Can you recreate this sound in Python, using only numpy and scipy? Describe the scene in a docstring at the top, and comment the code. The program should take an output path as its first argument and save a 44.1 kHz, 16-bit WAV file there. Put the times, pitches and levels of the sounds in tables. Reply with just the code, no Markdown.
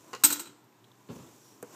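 """A small room, with quiet air, a faint hum and a soft, grainy hiss that sinks as the coin drops and
swells back afterwards. A plastic coin catches in the slot of a toy cash machine, drops inside and
clatters to rest: each strike rattles the panels, rings the hollow housing and tops up the coin's own
bright ring. Then a hand fetches the next coin, with light ticks, dull bumps, a thin swish and one
hollow knock. Every impact leaves a short room tail."""
import sys
import numpy as np
from scipy import signal
from scipy.io import wavfile
from scipy.ndimage import uniform_filter1d

SR = 44100
rng = np.random.default_rng(int(sys.argv[2]) if len(sys.argv) > 2 else 0)


def to_wav(s):
    """Save 16-bit WAV."""
    ch = np.atleast_2d(s).T  # columns
    pcm = np.round(np.clip(ch, -1, 1) * 32767)  # PCM
    wavfile.write(sys.argv[1], SR, pcm.astype(np.int16))


N = 77175

# Room tone EQ: f/Hz, level/dB
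AIR_EQ = [(15, -78), (25, -48), (86, -27.5), (101, -8), (122, 1.5), (148, -9), (221, -9), (267, -9),
          (399, -6.5), (567, -20), (919, -10.5), (1270, -19), (3170, -26.5), (3630, -24.5), (4620, -29),
          (8130, -29), (10100, -40), (13500, -28), (15500, -38.5)]
# Reverb decay: f/Hz, t60/s
ROOM_DECAY = [(120, .45), (300, .55), (1000, 0.61), (4000, .42), (8000, 0.41), (14000, .29)]
# Reverb EQ: f/Hz, level/dB
ROOM_EQ = [(100, -12.5), (300, -2), (1000, -9), (4000, -4.5), (8000, -10), (14000, -13.5)]
# Background hiss fader moves: t/s, mids level/dB, treble level/dB
HISS_FADERS = [(0, -62, -65), (0.111, -56.5, -62), (.22, -69, -61), (.3, -71.5, -74.5), (.7, -72.5, -81.5),
               (1.068, -66.5, -70.5), (1.12, -56, -60), (1.3, -57.5, -62), (1.4, -66, -63.5),
               (1.501, -64.5, -64.5), (1.61, -62, -67), (1.68, -60, -62.5), (1.75, -53, -57)]
# Soft body and airy top of the hiss: f/Hz, level/dB
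HISS_MIDS_EQ = [(88, -35.5), (150, -10), (318, 2), (493, -11), (574, -6), (684, -7.5), (901, -14.5),
                (983, -1.5), (1130, -10.5), (3000, -24.5), (3900, -50.5), (6600, -120)]
HISS_TREBLE_EQ = [(1470, -39), (2500, -7.5), (4750, -8.5), (5700, -2.5), (6010, -2), (7450, -1),
                  (8880, -9.5), (9800, -11.5), (13800, -9), (14800, -10.5), (15500, -17.5)]
# Light plastic ticks: t/s, level/dB, centre f/Hz
TICK_CUES = [(0.6445, -62.5, 12440), (0.725, -64, 2414), (.8422, -55, 3710), (.8465, -58.5, 3700),
             (0.9163, -56.5, 3620), (1.273, -58, 3500)]
# Bumps against the toy: t/s, level/dB, tilt/(dB per octave)
BUMP_CUES = [(1.088, -40.5, -0.5), (1.098, -36.5, -1), (1.155, -43.5, -2), (1.188, -46.5, 0.5),
             (1.228, -53, 1)]
# Their dull tone: f/Hz, level/dB
BUMP_EQ = [(24, -73), (40, -57.5), (75, -11), (178, 0), (284, -2), (320, -16), (355, -6.5), (510, -6.5),
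           (663, -25), (954, -15), (2010, -33.5), (2730, -26), (5000, -32), (6500, -67), (11000, -120)]
# Their decay: f/Hz, t60/s
BUMP_DECAY = [(100, 0.15), (500, 0.2), (4000, 0.15)]
# Hollow body of the knock: f/Hz, level/dB, t60/s
KNOCK_BODY_MODES = [(482.6, 2, 0.088), (217.5, -6.5, 0.082), (285, -4.5, 0.11), (406, -3.5, 0.091),
                    (638, -7.5, 0.048), (1570, -11, 0.036)]
# The knock's snap and panel rattle: f/Hz, level/dB
SNAP_EQ = [(470, -23.5), (800, -3.5), (1080, -24), (1730, -14), (3820, -28.5), (8870, -6.5), (10200, -31),
           (13400, -13.5), (15500, -30)]
KNOCK_PANEL_EQ = [(530, -36), (900, -10), (1030, -5), (1210, -14), (1520, -7), (1790, -15.5), (2700, -18),
                  (3510, -43), (5940, -120)]
# The coin catching in the slot: t/s, level/dB, tilt/(dB per octave)
CATCH_CUES = [(.1315, -35, .5), (0.1368, -35, -2), (0.1484, -37, 2.5), (.1620, -46.5, 2.5)]
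# Tone of a catch: f/Hz, level/dB
SLOT_EQ = [(47, -38.5), (80, -14), (493, -0.5), (763, -9), (1080, -2), (2490, -15.5), (2900, -8),
           (3540, -24), (3940, -12.5), (5240, -18), (6970, -12.5), (9060, -28.5), (15000, -33.5)]
# Decay of a catch: f/Hz, t60/s
SLOT_DECAY = [(300, 0.055), (2000, 0.072), (10000, .03)]
# Pitched ring of the slot: f/Hz, level/dB, t60/s
SLOT_RING_MODES = [(502, -3, 0.066), (1066, -3, .06), (1440, -8, 0.054), (2846, -11, 0.088),
                   (4720, -14, .04)]
# Coin strikes inside the toy:
# t/s, clatter level/dB, coin level/dB, housing level/dB, tilt/(dB per octave), rise/s
STRIKE_CUES = [(0.2365, -15, -18, -14.5, 0.3, 0.0011), (0.2409, -18, -17, -22.5, -0.5, 0.00079),
               (0.2466, -13.5, -15, -23.5, 2, 0.0011), (0.2488, -23.5, -11, -30.5, 3, 0.00063),
               (0.2653, -38, -34, -27.5, -0.5, .001), (0.3019, -25, -31, -25.5, -0.3, 0.0023),
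               (.3100, -33, -32, -35, -1, 0.002), (0.3232, -25, -33, -25, 0.6, 0.0032),
               (0.327, -33, -26, -24.5, 0.5, 0.0011), (.3550, -38, -43, -30, -1.5, 0.0036),
               (0.3934, -32.5, -50, -28.5, -0.4, 0.0031), (.3980, -41, -42, -33.5, -0.5, 0.0041),
               (.4060, -44.5, -50, -36, -2.5, .002), (.4560, -48, -57.5, -38, -3.5, 0.002159),
               (0.471, -52.5, -57, -39.5, -3.5, 0.0024), (.4930, -53.5, -70.5, -46.5, -6.5, 0.0017)]
# Dense panel resonances: f/Hz, level/dB
CLATTER_EQ = [(35, -72), (60, -52), (285, -16), (394, -20.5), (792, -27), (889, -14), (1170, -23),
              (1350, -11.5), (1960, -24.5), (2150, -19), (3500, -22), (3840, -17.5), (4960, -20.5),
              (7200, -13.5), (8090, -10), (9080, -22.5), (10400, -27.5), (13200, -13.5), (15500, -25.5)]
# Their decay: f/Hz, t60/s
CLATTER_DECAY = [(200, 0.1), (1500, 0.062), (8000, 0.086), (15000, 0.12)]
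# Hollow ring of the housing and bright ring of the coin: f/Hz, level/dB, t60/s
HOUSING_MODES = [(294.2, -23, .48), (337.7, -25, .35), (885, -18, .05), (1065, -19.5, .05),
                 (1334, -21.5, .09), (1472, -20, .07), (2446, -19, 0.073), (2990, -22, .09),
                 (3246, -22, 0.12), (3880, -20.5, 0.09), (3960, -12.5, 0.082)]
COIN_MODES = [(8342, 3, 0.048), (8200, -16, 0.035), (7940, -7, .04), (7515, -11.5, .05), (7260, -16, .07),
              (6630, -20, .09), (9255, -24.5, .05), (9400, -26, .05), (12100, -19, .04), (12950, -12, .04),
              (13400, -18, .05), (14175, -15.5, 0.042)]

AIR_DB, HUM_DB, HUM_HZ, GRAIN_DB = -63, -69.5, 120, 1.1
SWISH_S, SWISH_WIDTH_S, SWISH_HZ, SWISH_DB = 1.4816, 0.07, 5640, -63
KNOCK_S, KNOCK_BODY_DB, SNAP_DB, KNOCK_PANEL_DB = 1.627, -37.5, -37, -51.5
ATTACK_S, CLICK_DB, SLOT_RING_DB = 0.00054, 7, -3.5
RING_SEND_DB, HANDLING_SEND_DB = -9, -2.5
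LOW_CUT_HZ, HIGH_CUT_HZ, CEILING = 72, 15450, 0.9


def amp(db):
    return 10 ** (np.asarray(db) / 20)


def unit_rms(x):
    return x / np.sqrt(np.mean(x ** 2) + 1e-20)


def curve_at(points, hz):
    """Read a curve along log frequency; a single point makes it flat."""
    f, value = np.transpose(points)
    return np.interp(np.log(hz + 1), np.log(f + 1), value)


def add(mix, s, sound):
    part = mix[round(s * SR):][:len(sound)]
    part += sound[:len(part)]


def band(hz, octaves):
    """EQ of one resonance, 16 dB down at `octaves` to either side."""
    return [(hz / 10, -36), (hz / 2 ** octaves, -16), (hz, 0), (hz * 2 ** octaves, -16), (hz * 10, -36)]


def colour(x, eq, tilt_db=0, size=4096):
    """Minimum-phase EQ of unit power, tilted per octave above 200 Hz."""
    hz = abs(np.fft.fftfreq(size, 1 / SR))
    slope_db = tilt_db * np.log2(np.maximum(hz, 200) / 1000)
    gain = unit_rms(amp(np.maximum(curve_at(eq, hz), -90) + slope_db))
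    taps = np.fft.ifft(np.exp(np.conj(signal.hilbert(np.log(gain))))).real
    return signal.fftconvolve(x, taps[:size // 2])[:len(x)]


def noise_tail(decay, eq=((1, 0),), size=128):
    """A second of dense random ringing, each band dying at its own speed."""
    hz, t, bands = signal.stft(rng.choice([-1., 1.], SR), SR, nperseg=size)
    fade_db = curve_at(eq, hz)[:, None] - 60 * t / curve_at(decay, hz)[:, None]
    return signal.istft(bands * amp(fade_db), SR, nperseg=size)[1][:SR]


def ring(modes, scatter, detune=0):
    """Damped modes; phase (scatter, in cycles) and pitch (detune) vary with the spot that is struck."""
    t = np.arange(SR) / SR
    out = np.zeros(SR)
    for hz, db, t60 in modes:
        pitch = hz * (1 + detune * rng.uniform(-1, 1))
        envelope = amp(db) * np.minimum(hz * t, 1) * 1000 ** (-t / t60)
        out += envelope * np.sin(2 * np.pi * (pitch * t + scatter * rng.random()))
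    return out


def plastic_hit(eq, decay, tilt_db=0):
    """A contact click followed by the dense ringing of plastic panels."""
    hit = noise_tail(decay) * np.minimum(np.arange(SR) / SR / ATTACK_S, 1)
    hit[0] += amp(CLICK_DB)
    return colour(hit, eq, tilt_db)


def noise_bed(eq):
    """Steady coloured noise at unit RMS."""
    return unit_rms(colour(rng.standard_normal(N + SR), eq)[SR:])


def room_tone():
    """A bed of quiet air with a faint hum."""
    t = np.arange(N) / SR
    return amp(AIR_DB) * noise_bed(AIR_EQ) + amp(HUM_DB) * np.sin(2 * np.pi * HUM_HZ * t)


def room_reverb(send):
    """The diffuse tail of a small room, building up over the first reflections."""
    t = np.arange(SR) / SR
    tail = noise_tail(ROOM_DECAY, ROOM_EQ) * np.clip((t - 0.004) / 0.016, 0, 1)
    return signal.fftconvolve(send, tail / np.sqrt(SR * 0.039))[:N]


def hiss():
    """Soft, grainy background hiss that sinks as the coin drops and swells back afterwards."""
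    t = np.arange(N) / SR
    s, mids_db, treble_db = np.transpose(HISS_FADERS)
    mids = noise_bed(HISS_MIDS_EQ) * amp(np.interp(t, s, mids_db))
    treble = noise_bed(HISS_TREBLE_EQ) * amp(np.interp(t, s, treble_db))
    grain = unit_rms(uniform_filter1d(rng.standard_normal(N), size=300))
    return amp(GRAIN_DB * grain) * (mids + treble)


def swish():
    """A sleeve brushes past: a thin band of noise swells and fades."""
    t = np.arange(N) / SR
    swell = np.exp(-((t - SWISH_S) / SWISH_WIDTH_S) ** 2)
    return amp(SWISH_DB) * swell * colour(rng.standard_normal(N), band(SWISH_HZ, octaves=0.085))


def ticks():
    """Light touches on plastic, each a tight ping in one band."""
    out = np.zeros(N)
    for s, db, hz in TICK_CUES:
        add(out, s, amp(db) * plastic_hit(band(hz, octaves=0.41), decay=[(hz, 0.018)]))
    return out


def bumps():
    """Dull bumps against the toy bring out its low resonances."""
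    out = np.zeros(N)
    for s, db, tilt_db in BUMP_CUES:
        add(out, s, amp(db) * plastic_hit(BUMP_EQ, BUMP_DECAY, tilt_db))
    return out


def knock():
    """One knock in three layers: hollow body, short snap and rattling panels."""
    body = amp(KNOCK_BODY_DB) * ring(KNOCK_BODY_MODES, scatter=0.98)
    snap = amp(SNAP_DB) * plastic_hit(SNAP_EQ, decay=[(1, 0.015)])
    panels = amp(KNOCK_PANEL_DB) * plastic_hit(KNOCK_PANEL_EQ, decay=[(1, 0.14)])
    out = np.zeros(N)
    add(out, KNOCK_S, body + snap + panels)
    return out


def slot_catches():
    """The coin catches on its way in; each catch clicks and rings the slot."""
    out = np.zeros(N)
    for s, db, tilt_db in CATCH_CUES:
        click = plastic_hit(SLOT_EQ, SLOT_DECAY, tilt_db)
        body = amp(SLOT_RING_DB) * ring(SLOT_RING_MODES, scatter=0.97)
        add(out, s, amp(db) * (click + body))
    return out


def coin_drop():
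    """Each strike skids briefly, rattles the panels, rings the housing and feeds the coin's own ring."""
    clatter, rings, energy_in = np.zeros((3, N))
    t = np.arange(N) / SR
    for s, clatter_db, coin_db, housing_db, tilt_db, rise_s in STRIKE_CUES:
        onset = np.minimum(t[:SR] / rise_s, 1)  # the skid softens the attack
        add(clatter, s, onset * amp(clatter_db) * plastic_hit(CLATTER_EQ, CLATTER_DECAY, tilt_db))
        add(rings, s, onset * amp(housing_db) * ring(HOUSING_MODES, scatter=0.96, detune=0.01))
        add(energy_in, s, np.diff(onset, prepend=0) * amp(coin_db) ** 2)
    for hz, db, t60 in COIN_MODES:
        kept_per_sample = 1e-6 ** (1 / (t60 * SR))
        energy = signal.lfilter([1], [1, -kept_per_sample], energy_in)
        rings += amp(db) * np.sqrt(energy) * np.sin(2 * np.pi * (hz * t + rng.random()))
    return clatter, rings


def scene():
    """Mono mix: the coin up front, impacts sent to the reverb, swish and beds left dry."""
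    clatter, rings = coin_drop()
    handling = slot_catches() + bumps() + ticks() + knock()
    coin_tail = room_reverb(clatter + amp(RING_SEND_DB) * rings)
    handling_tail = room_reverb(amp(HANDLING_SEND_DB) * handling)
    return (clatter + rings + handling + coin_tail + handling_tail + swish() + room_tone() + hiss())[None]


def record(dry):
    """A small microphone drops the deep bass and rounds the highest peaks; a high cut follows."""
    thinned = signal.sosfilt(signal.butter(3, LOW_CUT_HZ, "high", fs=SR, output="sos"), dry)
    rounded = thinned / (1 + (thinned / CEILING) ** 6) ** (1 / 6)
    high_cut = signal.firwin(255, HIGH_CUT_HZ, window=("kaiser", 9), fs=SR)
    return signal.oaconvolve(rounded, high_cut[None], "same")


dry = scene()
out = record(dry)
to_wav(out)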